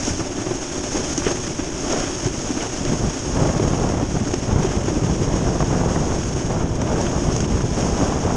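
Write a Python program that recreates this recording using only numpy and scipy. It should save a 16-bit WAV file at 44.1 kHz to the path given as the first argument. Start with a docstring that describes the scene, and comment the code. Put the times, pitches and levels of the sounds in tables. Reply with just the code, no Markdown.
"""A snowboard runs down packed snow, heard from a camera in a plastic case on the rider.
From the start the base hisses over crystals, the edge scrapes and the board drums over ruts.
Ice crumbs tick on the case, which rings near 6 kHz. From 0.9 to 2.7 s the edge ploughs and crunches.
From about 3 s, as the rider turns, wind buffets the microphone in gusts and dull pops.
Near 7 s more crust cracks and crumbs hit. A low-pass cuts the top treble throughout."""
import sys
import numpy as np
from scipy import signal
from scipy.fft import rfft, irfft
from scipy.io import wavfile
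from scipy.ndimage import uniform_filter1d

SR = 44100
rng = np.random.default_rng(int(sys.argv[2]) if len(sys.argv) > 2 else 0)


def dump_mix(stems):
    """Bounce the given channels to the path in sys.argv[1] as a 16-bit WAV at rate SR."""
    frames = np.atleast_2d(stems).T  # one column per channel
    limited = np.clip(frames, -1, 1)  # hard clip at full scale
    pcm = np.round(limited * 32767).astype(np.int16)
    wavfile.write(sys.argv[1], SR, pcm)


N = 368676
TIME_S = np.arange(N) / SR

# board pressure on the snow (time [s], load [dB])
LOAD = [(0, 5), (.25, 0.5), (.55, 0.4), (1.12, 4.5), (1.45, 2), (1.7, -1), (1.92, 5), (2.2, 2.5), (2.7, 2),
        (3.38, 0.9), (4.05, -0.3), (5.0, -1.1), (6.35, 0), (6.72, -5), (7.0, -1.3), (7.35, 1), (7.62, -2),
        (7.85, 1.5), (8.36, -1.5)]
# board skips over hollows (start [s], length [s], load change [dB])
SKIPS = [(.285, 0.078, -2), (2.284, 0.048, -3), (3.926, 0.16, -2.5), (4.196, 0.047, -2), (4.536, 0.054, -3),
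         (6.642, 0.029, -4.5), (6.77, 0.033, -4), (7.46, 0.037, -4)]
# edge digs in and skids (start [s], length [s], extra hiss [dB], extra scrape and drum [dB])
SKIDS = [(0.036, 0.075, 3.5, 2.5), (0.92, 0.093, 1.5, 2), (1.26, 0.061, 1, 4), (1.89, 0.21, 0, 2.3),
         (2.855, 0.034, 0, 4), (4.618, 0.15, 1, 3.5), (4.873, 0.033, 1.5, 2), (6.964, 0.1, 2.5, 3),
         (7.774, 0.024, 4.5, 5), (7.966, 0.076, 1.5, 3)]
# edge ploughs packed snow (start [s], length [s], level [dB])
PLOUGHS = [(0.942, 0.092, -30.5), (1.258, 0.075, -34), (1.82, 0.11, -36), (1.922, 0.048, -23),
           (1.975, 0.064, -28.5), (2.55, 0.13, -32)]
# ruts knock the board (time [s], crush peak [dB], crush length [s], note peak [dB], pitch [Hz])
RUTS = [(0.074, -19, 0.02, -12, 257), (.191, -15.5, 0.058, -17.5, 336), (.378, -17, 0.044, -19, 319),
        (.462, -16, 0.03, -20, 298), (0.509, -15, 0.016, -16.5, 359), (.946, -28, 0.04, -18.5, 298),
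        (1.179, -24, 0.011, -16, 292), (1.264, -21, 0.018, -12.5, 408), (1.312, -19, 0.02, -21, 327),
        (1.59, -17.5, 0.02, -17.5, 275), (1.84, -19.5, 0.073, -25, 302), (1.911, -22, 0.021, -15, 370),
        (2.255, -19.5, 0.015, -14.5, 124), (2.268, -26, 0.01, -13.5, 362), (2.503, -20, 0.014, -15.5, 270),
        (2.568, -30, .03, -16, 300), (2.808, -27, 0.05, -17.5, 272), (2.918, -18.5, 0.043, -16, 224),
        (3.038, -27, 0.014, -17, 200), (3.596, -14.5, .008, -14, 385), (4.026, -21, .008, -13.5, 288),
        (4.208, -34, 0.017, -15.5, 236), (4.266, -24, 0.0064, -18, 288), (4.337, -11.5, 0.0099, -12, 365),
        (4.644, -17, 0.016, -11.5, 375), (4.88, -26, 0.018, -15, 343), (4.915, -28, 0.013, -18, 325),
        (4.957, -26, 0.017, -17.5, 288), (6.817, -15, 0.01, -23, 287)]
# hard lumps strike the base (time [s], peak [dB])
LUMPS = [(1.219, -15.5), (1.266, -10), (2.027, -19), (3.492, -17), (4.272, -21), (4.881, -18),
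         (5.604, -10.5), (5.626, -17), (5.751, -19), (5.958, -15), (7.404, -18)]
# edge cracks crust (time [s], peak [dB])
CRACKS = [(1.247, -20), (1.265, -13.5), (1.277, -14.5), (1.604, -22), (2.027, -24), (2.617, -23),
          (2.85, -19), (4.338, -21), (6.816, -27), (6.8747, -22), (7.065, -16.5), (7.363, -24),
          (7.4032, -18.5), (7.824, -20)]
# edge catches on ice (time [s], peak [dB], length [s])
RASPS = [(1.257, -22, 0.03), (2.259, -31, .016), (2.603, -24, 0.026), (2.655, -28, .016),
         (2.849, -32, 0.015), (7.068, -26.5, .009), (7.44, -30, .012)]
# ice crumbs hit the case (time [s], peak [dB])
CRUMBS = [(.0513, -22), (.078, -22), (1.131, -17), (1.1765, -11), (1.281, -18), (1.305, -21), (1.3155, -17),
          (1.924, -12), (2.263, -19), (2.8499, -17), (4.34, -16), (6.754, -23), (6.815, -19.5),
          (7.013, -16), (7.3632, -11), (7.404, -18)]
# steady air stream on the microphone (time [s], level [dB])
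AIRFLOW = [(0, -32), (.45, -37), (.65, -37), (1.0, -31), (1.6, -32), (2.0, -31), (2.2, -34.5),
           (2.45, -29.5), (2.65, -37), (2.85, -27.5), (3.17, -36), (3.27, -26.5), (3.42, -20), (3.9, -38),
           (4.08, -25), (4.38, -27), (4.75, -23.5), (5.5, -20.5), (6.3, -24.5), (6.8, -22.5), (7.08, -24),
           (7.3, -23.5), (7.72, -24), (7.9, -22), (8.36, -25.5)]
# gusts as the case turns into the stream (start [s], length [s], push [dB], rush [dB], rise [s])
GUSTS = [(0.105, 0.05, -23.5, -42, .02), (2.255, 0.05, -26, -50, .04), (2.905, 0.051, -16.5, -28, 0.073),
         (3.007, 0.092, -18.5, -26.5, 0.063), (3.334, 0.27, -24.5, -22, 0.1), (3.61, 0.21, -20, -23, 0.074),
         (3.801, 0.25, -21, -23, 0.05), (4.146, 0.043, -19, -27, 0.083), (4.487, 0.14, -17.5, -24, 0.025),
         (5.013, 0.17, -22.5, -46, 0.043), (5.243, 0.41, -38, -27, 0.068), (5.712, 0.47, -32, -22, 0.053),
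         (6.49, 0.16, -32, -24.5, 0.04), (6.868, 0.23, -34, -23, 0.05), (7.106, 0.094, -30, -23.5, 0.047),
         (7.23, 0.14, -23.5, -25.5, .04), (7.364, 0.096, -23.5, -33, 0.033),
         (7.493, 0.2, -20.5, -35, 0.066), (7.748, 0.23, -36, -25, .05), (7.96, 0.22, -36, -21.5, 0.08),
         (8.214, .25, -22.5, -22.5, 0.1)]
# single eddies hit the microphone (time [s], peak [dB])
SLAPS = [(3.45, -15), (3.647, -10), (3.737, -15), (4.163, -10.5), (4.558, -12.5), (5.032, -17),
         (5.096, -11), (5.704, -13.5), (5.858, -11.5), (6.116, -15), (6.606, -14), (7.128, -17),
         (7.538, -14), (7.604, -11)]

# spectra of snow, ice and board (frequency [Hz], relative level [dB])
HISS_SPECTRUM = [(1500, -14.5), (3000, -6), (4000, -7.5), (4550, -5), (5200, 2), (5800, -0.5), (6150, -3),
                 (6600, -3.5), (7500, -5.5), (9000, -11), (10000, -16.5), (10800, -26), (12500, -35.5)]
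SCRAPE_SPECTRUM = [(300, -8.5), (600, 10.5), (1000, 6), (1250, 6), (1650, 5.5), (1850, 2.5), (2400, 2),
                   (3000, 2), (3400, 1), (3900, -8), (5000, -32), (8000, -21), (11000, -50)]
PLOUGH_SPECTRUM = [(150, -19), (260, -5), (450, 3), (650, 2.5), (900, -7), (1600, -9.5), (2000, -25.5),
                   (3300, -22)]
DRUM_SPECTRUM = [(30, 3), (80, -16.5), (170, -9.5), (260, 1), (370, -4), (480, -9.5), (700, -11),
                 (1000, -16), (1600, -32.5), (3000, -42.5)]
RUT_SPECTRUM = [(40, -26), (110, -1), (200, 3.5), (350, -1), (480, -6), (700, -5.5), (1000, -6.5),
                (1700, -16), (3200, -24)]
LUMP_SPECTRUM = [(100, 5), (350, -4.5), (800, -3.5), (1400, -6.5), (2100, -15.5), (2700, -33)]
CRACK_SPECTRUM = [(300, 1), (700, -0.5), (1100, -5), (1700, 4), (2300, -5.5), (3300, 0), (4000, -18),
                  (6500, -7), (9000, -39)]
RASP_SPECTRUM = [(1500, -10), (2600, -6), (3150, 1), (3500, -11), (4100, -15)]
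CRUMB_SPECTRUM = [(300, 0), (1200, -1), (3000, -3.5), (4200, -5), (5400, 3.5), (6200, 2.5), (7500, -4.5),
                  (9500, -15), (11000, -31)]
# spectra of large, small and single eddies (frequency [Hz], relative level [dB])
PUSH_SPECTRUM = [(10, -16), (25, -6.5), (50, 1.5), (85, -0.5), (120, 0.5), (165, -1.5), (220, -6),
                 (300, -11.5), (450, -11), (900, -37.5), (2000, -71.5)]
RUSH_SPECTRUM = [(60, -19), (140, -1.5), (230, 1.5), (370, -4.5), (500, -4), (750, -6), (1050, -11.5),
                 (1500, -18.5), (2100, -28.5), (3500, -39.5), (7000, -71)]
SLAP_SPECTRUM = [(30, -1), (130, 7), (400, -7), (1000, -14), (1600, -24), (3000, -34)]
# case and board resonances (frequency [Hz], width [Hz], gain over direct sound [dB])
CASE_MODES = [(5626, 300, -1), (6505, 333, 12)]
BOARD_MODES = [(108.6, 11, 12.5), (289, 47, -7.5), (359, 43, 2.5), (597, 14, 6.5)]


def snow(chatter, hiss_db=-34.5, scrape_db=-37):
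    """Crystals shear under the base and crusts break under the edge, in clumps as the board chatters."""
    clumps = wander(60, 470)
    fine = grains(per_s=14000, spread_db=1.0) * amp(1.04 * chatter + 0.71 * clumps)
    coarse = grains(per_s=8000, spread_db=1.0) * amp(1.4 * chatter + 0.3 * clumps)
    hiss = unit(ring(colour(fine, HISS_SPECTRUM), CASE_MODES))
    hiss *= amp(hiss_db + load_db() + skid_db(column=2))
    scrape = unit(colour(coarse, SCRAPE_SPECTRUM))
    scrape *= amp(scrape_db + 0.58 * load_db() + skid_db(column=3))
    return hiss + scrape


def load_db():
    """Board pressure on the snow, eased at each skip."""
    skips_db = sum(db * swell(s, length_s, rise_s=0.015, fall_s=0.015) for s, length_s, db in SKIPS)
    return curve(LOAD) + skips_db


def skid_db(column):
    """Level added as the edge skids."""
    return sum(row[column] * swell(*row[:2], rise_s=0.015, fall_s=0.024) for row in SKIDS)


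def ploughing(chatter):
    """Packed snow collapses under the edge in coarse clumps."""
    clods = grains(per_s=2200, spread_db=2.0) * amp(chatter + 1.4 * wander(25, 160))
    gain = sum(amp(db) * swell(s, length_s, rise_s=0.014, fall_s=0.023) for s, length_s, db in PLOUGHS)
    return unit(colour(clods, PLOUGH_SPECTRUM)) * gain


def board(chatter, drum_db=-29):
    """Rough snow drums on the board, harder under load and in skids; it carries up through the rider."""
    blows = grains(per_s=1500, spread_db=2.0) * amp(0.92 * chatter)
    drum = unit(ring(colour(blows, DRUM_SPECTRUM), BOARD_MODES))
    return drum * amp(drum_db + 0.15 * load_db() + skid_db(column=3))


def ruts(ring_s=0.0043):
    """Each rut crushes snow under the board, which answers with a hollow note."""
    out, t = np.zeros(N), TIME_S[:SR // 6]
    envelope = t / ring_s * np.exp(1 - t / ring_s)
    for s, crush_db, length_s, note_db, hz in RUTS:
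        crush = amp(crush_db) * burst(0.21 * length_s, RUT_SPECTRUM, BOARD_MODES)
        note = amp(note_db) * envelope * np.sin(2 * np.pi * hz * t)
        add(out, s, crush + note)
    return out


def lumps():
    """Hard lumps strike the base with a dull knock."""
    return hits(LUMPS, LUMP_SPECTRUM, rise_s=0.0015)


def cracks():
    """Crust cracks under the edge."""
    return hits(CRACKS, CRACK_SPECTRUM, rise_s=0.0013)


def rasps():
    """The steel edge catches on ice and rasps briefly."""
    out = np.zeros(N)
    for s, db, length_s in RASPS:
        add(out, s, amp(db) * burst(0.23 * length_s, RASP_SPECTRUM))
    return out


def crumbs():
    """Thrown ice crumbs set the case ringing."""
    return hits(CRUMBS, CRUMB_SPECTRUM, rise_s=0.0014, modes=CASE_MODES)


def wind():
    """Large eddies push on the case; small ones tear off in a rush that rides on those pushes."""
    push = steady(colour(grains(per_s=400, spread_db=2.5), PUSH_SPECTRUM))
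    tearing = amp(2.0 * wander(0.77, 110) + 2.0 * np.clip(push, -2.5, 2.5))
    rush = steady(colour(grains(per_s=7000, spread_db=2.5) * tearing, RUSH_SPECTRUM))
    push_db = curve(AIRFLOW) + wander(7.4, 9.2)
    rush_db = 2 + 1.48 * push_db  # small eddies grow faster with the stream
    return push * gust_gain(push_db, column=2) + rush * gust_gain(rush_db, column=3)


def gust_gain(stream_db, column, sag_db_per_s=14.5):
    """Stream and gusts add in power; each gust sags as it blows."""
    power = amp(stream_db) ** 2
    for row in GUSTS:
        start_s, length_s, _, _, rise_s = row
        db = row[column] - sag_db_per_s * np.maximum(TIME_S - start_s, 0)
        power += (amp(db) * swell(start_s, length_s, rise_s, fall_s=0.061)) ** 2
    return np.sqrt(power)


def slaps():
    """Strong eddies break on the microphone with dull pops."""
    return hits(SLAPS, SLAP_SPECTRUM, rise_s=0.0036)


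def hits(rows, spectrum, rise_s, modes=()):
    """One burst per row of (time [s], peak [dB])."""
    out = np.zeros(N)
    for s, db in rows:
        add(out, s, amp(db) * burst(rise_s, spectrum, modes))
    return out


def burst(rise_s, spectrum, modes=()):
    """Short noise burst that rings the given modes; peak 1."""
    age = TIME_S[:SR // 6] / rise_s
    noise = rng.standard_normal(len(age)) * age * np.exp(-age)
    sound = ring(colour(noise, spectrum), modes)
    return sound / abs(sound).max()


def grains(per_s, spread_db):
    """Random impulses of either sign, many small, few large; rms 1."""
    size = amp(spread_db * np.minimum(rng.exponential(1, N), 4))
    return unit(size * rng.choice([-1, 1], N) * (rng.random(N) < per_s / SR))


def wander(low_hz, high_hz):
    """Random motion between two rates, about equal per octave; rms 1."""
    hz = np.fft.rfftfreq(N, 1 / SR)
    highpass = (hz / low_hz) ** 2 / (1 + (hz / low_hz) ** 2)
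    weight = highpass / np.sqrt(hz + low_hz) / (1 + (hz / high_hz) ** 4)
    return unit(irfft(rfft(rng.standard_normal(N)) * weight, N))


def colour(x, spectrum, size=8192):
    """Minimum-phase filter; falls 20 dB per octave above the spectrum's last point."""
    hz, db = np.transpose(spectrum)
    octave = np.log2(abs(np.fft.fftfreq(size, 1 / SR)) + 1)
    gain_db = np.interp(octave, np.log2(hz), db) - 20 * np.maximum(octave - np.log2(hz[-1]), 0)
    log_response = np.conj(signal.hilbert(np.log(amp(gain_db))))
    impulse = np.fft.ifft(np.exp(log_response)).real
    return signal.oaconvolve(x, impulse[:size // 2])[:len(x)]


def ring(x, modes):
    """Each resonance lifts its own band."""
    for hz, width_hz, db in modes:
        x = x + amp(db) * signal.lfilter(*signal.iirpeak(hz, hz / width_hz, SR), x)
    return x


def swell(start_s, length_s, rise_s, fall_s):
    """Trapezoid capped at 1, ramps centred on start and end."""
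    rise = (TIME_S - start_s) / rise_s
    fall = (start_s + length_s - TIME_S) / fall_s
    return np.clip(np.minimum(rise, fall) + .5, 0, 1)


def curve(rows):
    """Time table interpolated per sample."""
    return np.interp(TIME_S, *np.transpose(rows))


def add(mix, start_s, sound):
    """Mixes a sound in."""
    part = mix[round(start_s * SR):][:len(sound)]
    part += sound[:len(part)]


def steady(x):
    """Holds the rms near 1 over 0.1 s windows."""
    return x / np.sqrt(uniform_filter1d(x ** 2, SR // 10) + 1e-9)


def unit(x):
    """Scales to rms 1."""
    return x / np.sqrt(np.mean(x ** 2) + 1e-20)


def amp(db):
    """Decibels to gain."""
    return 10 ** (np.asarray(db) / 20)


def scene():
    """Snow and board share one chatter; ice and wind add on top."""
    chatter = wander(3.5, 58)
    ride = snow(chatter) + ploughing(chatter) + board(chatter) + ruts() + lumps()
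    ice = cracks() + rasps() + crumbs()
    return (ride + ice + wind() + slaps())[None]


def record(dry, cutoff_hz=12700):
    """A low-pass cuts the treble above about 12.7 kHz."""
    lowpass = signal.firwin(511, cutoff_hz, window=("kaiser", 9), fs=SR)
    return signal.oaconvolve(dry, lowpass[None], "same")


dry = scene()
out = record(dry)
dump_mix(out)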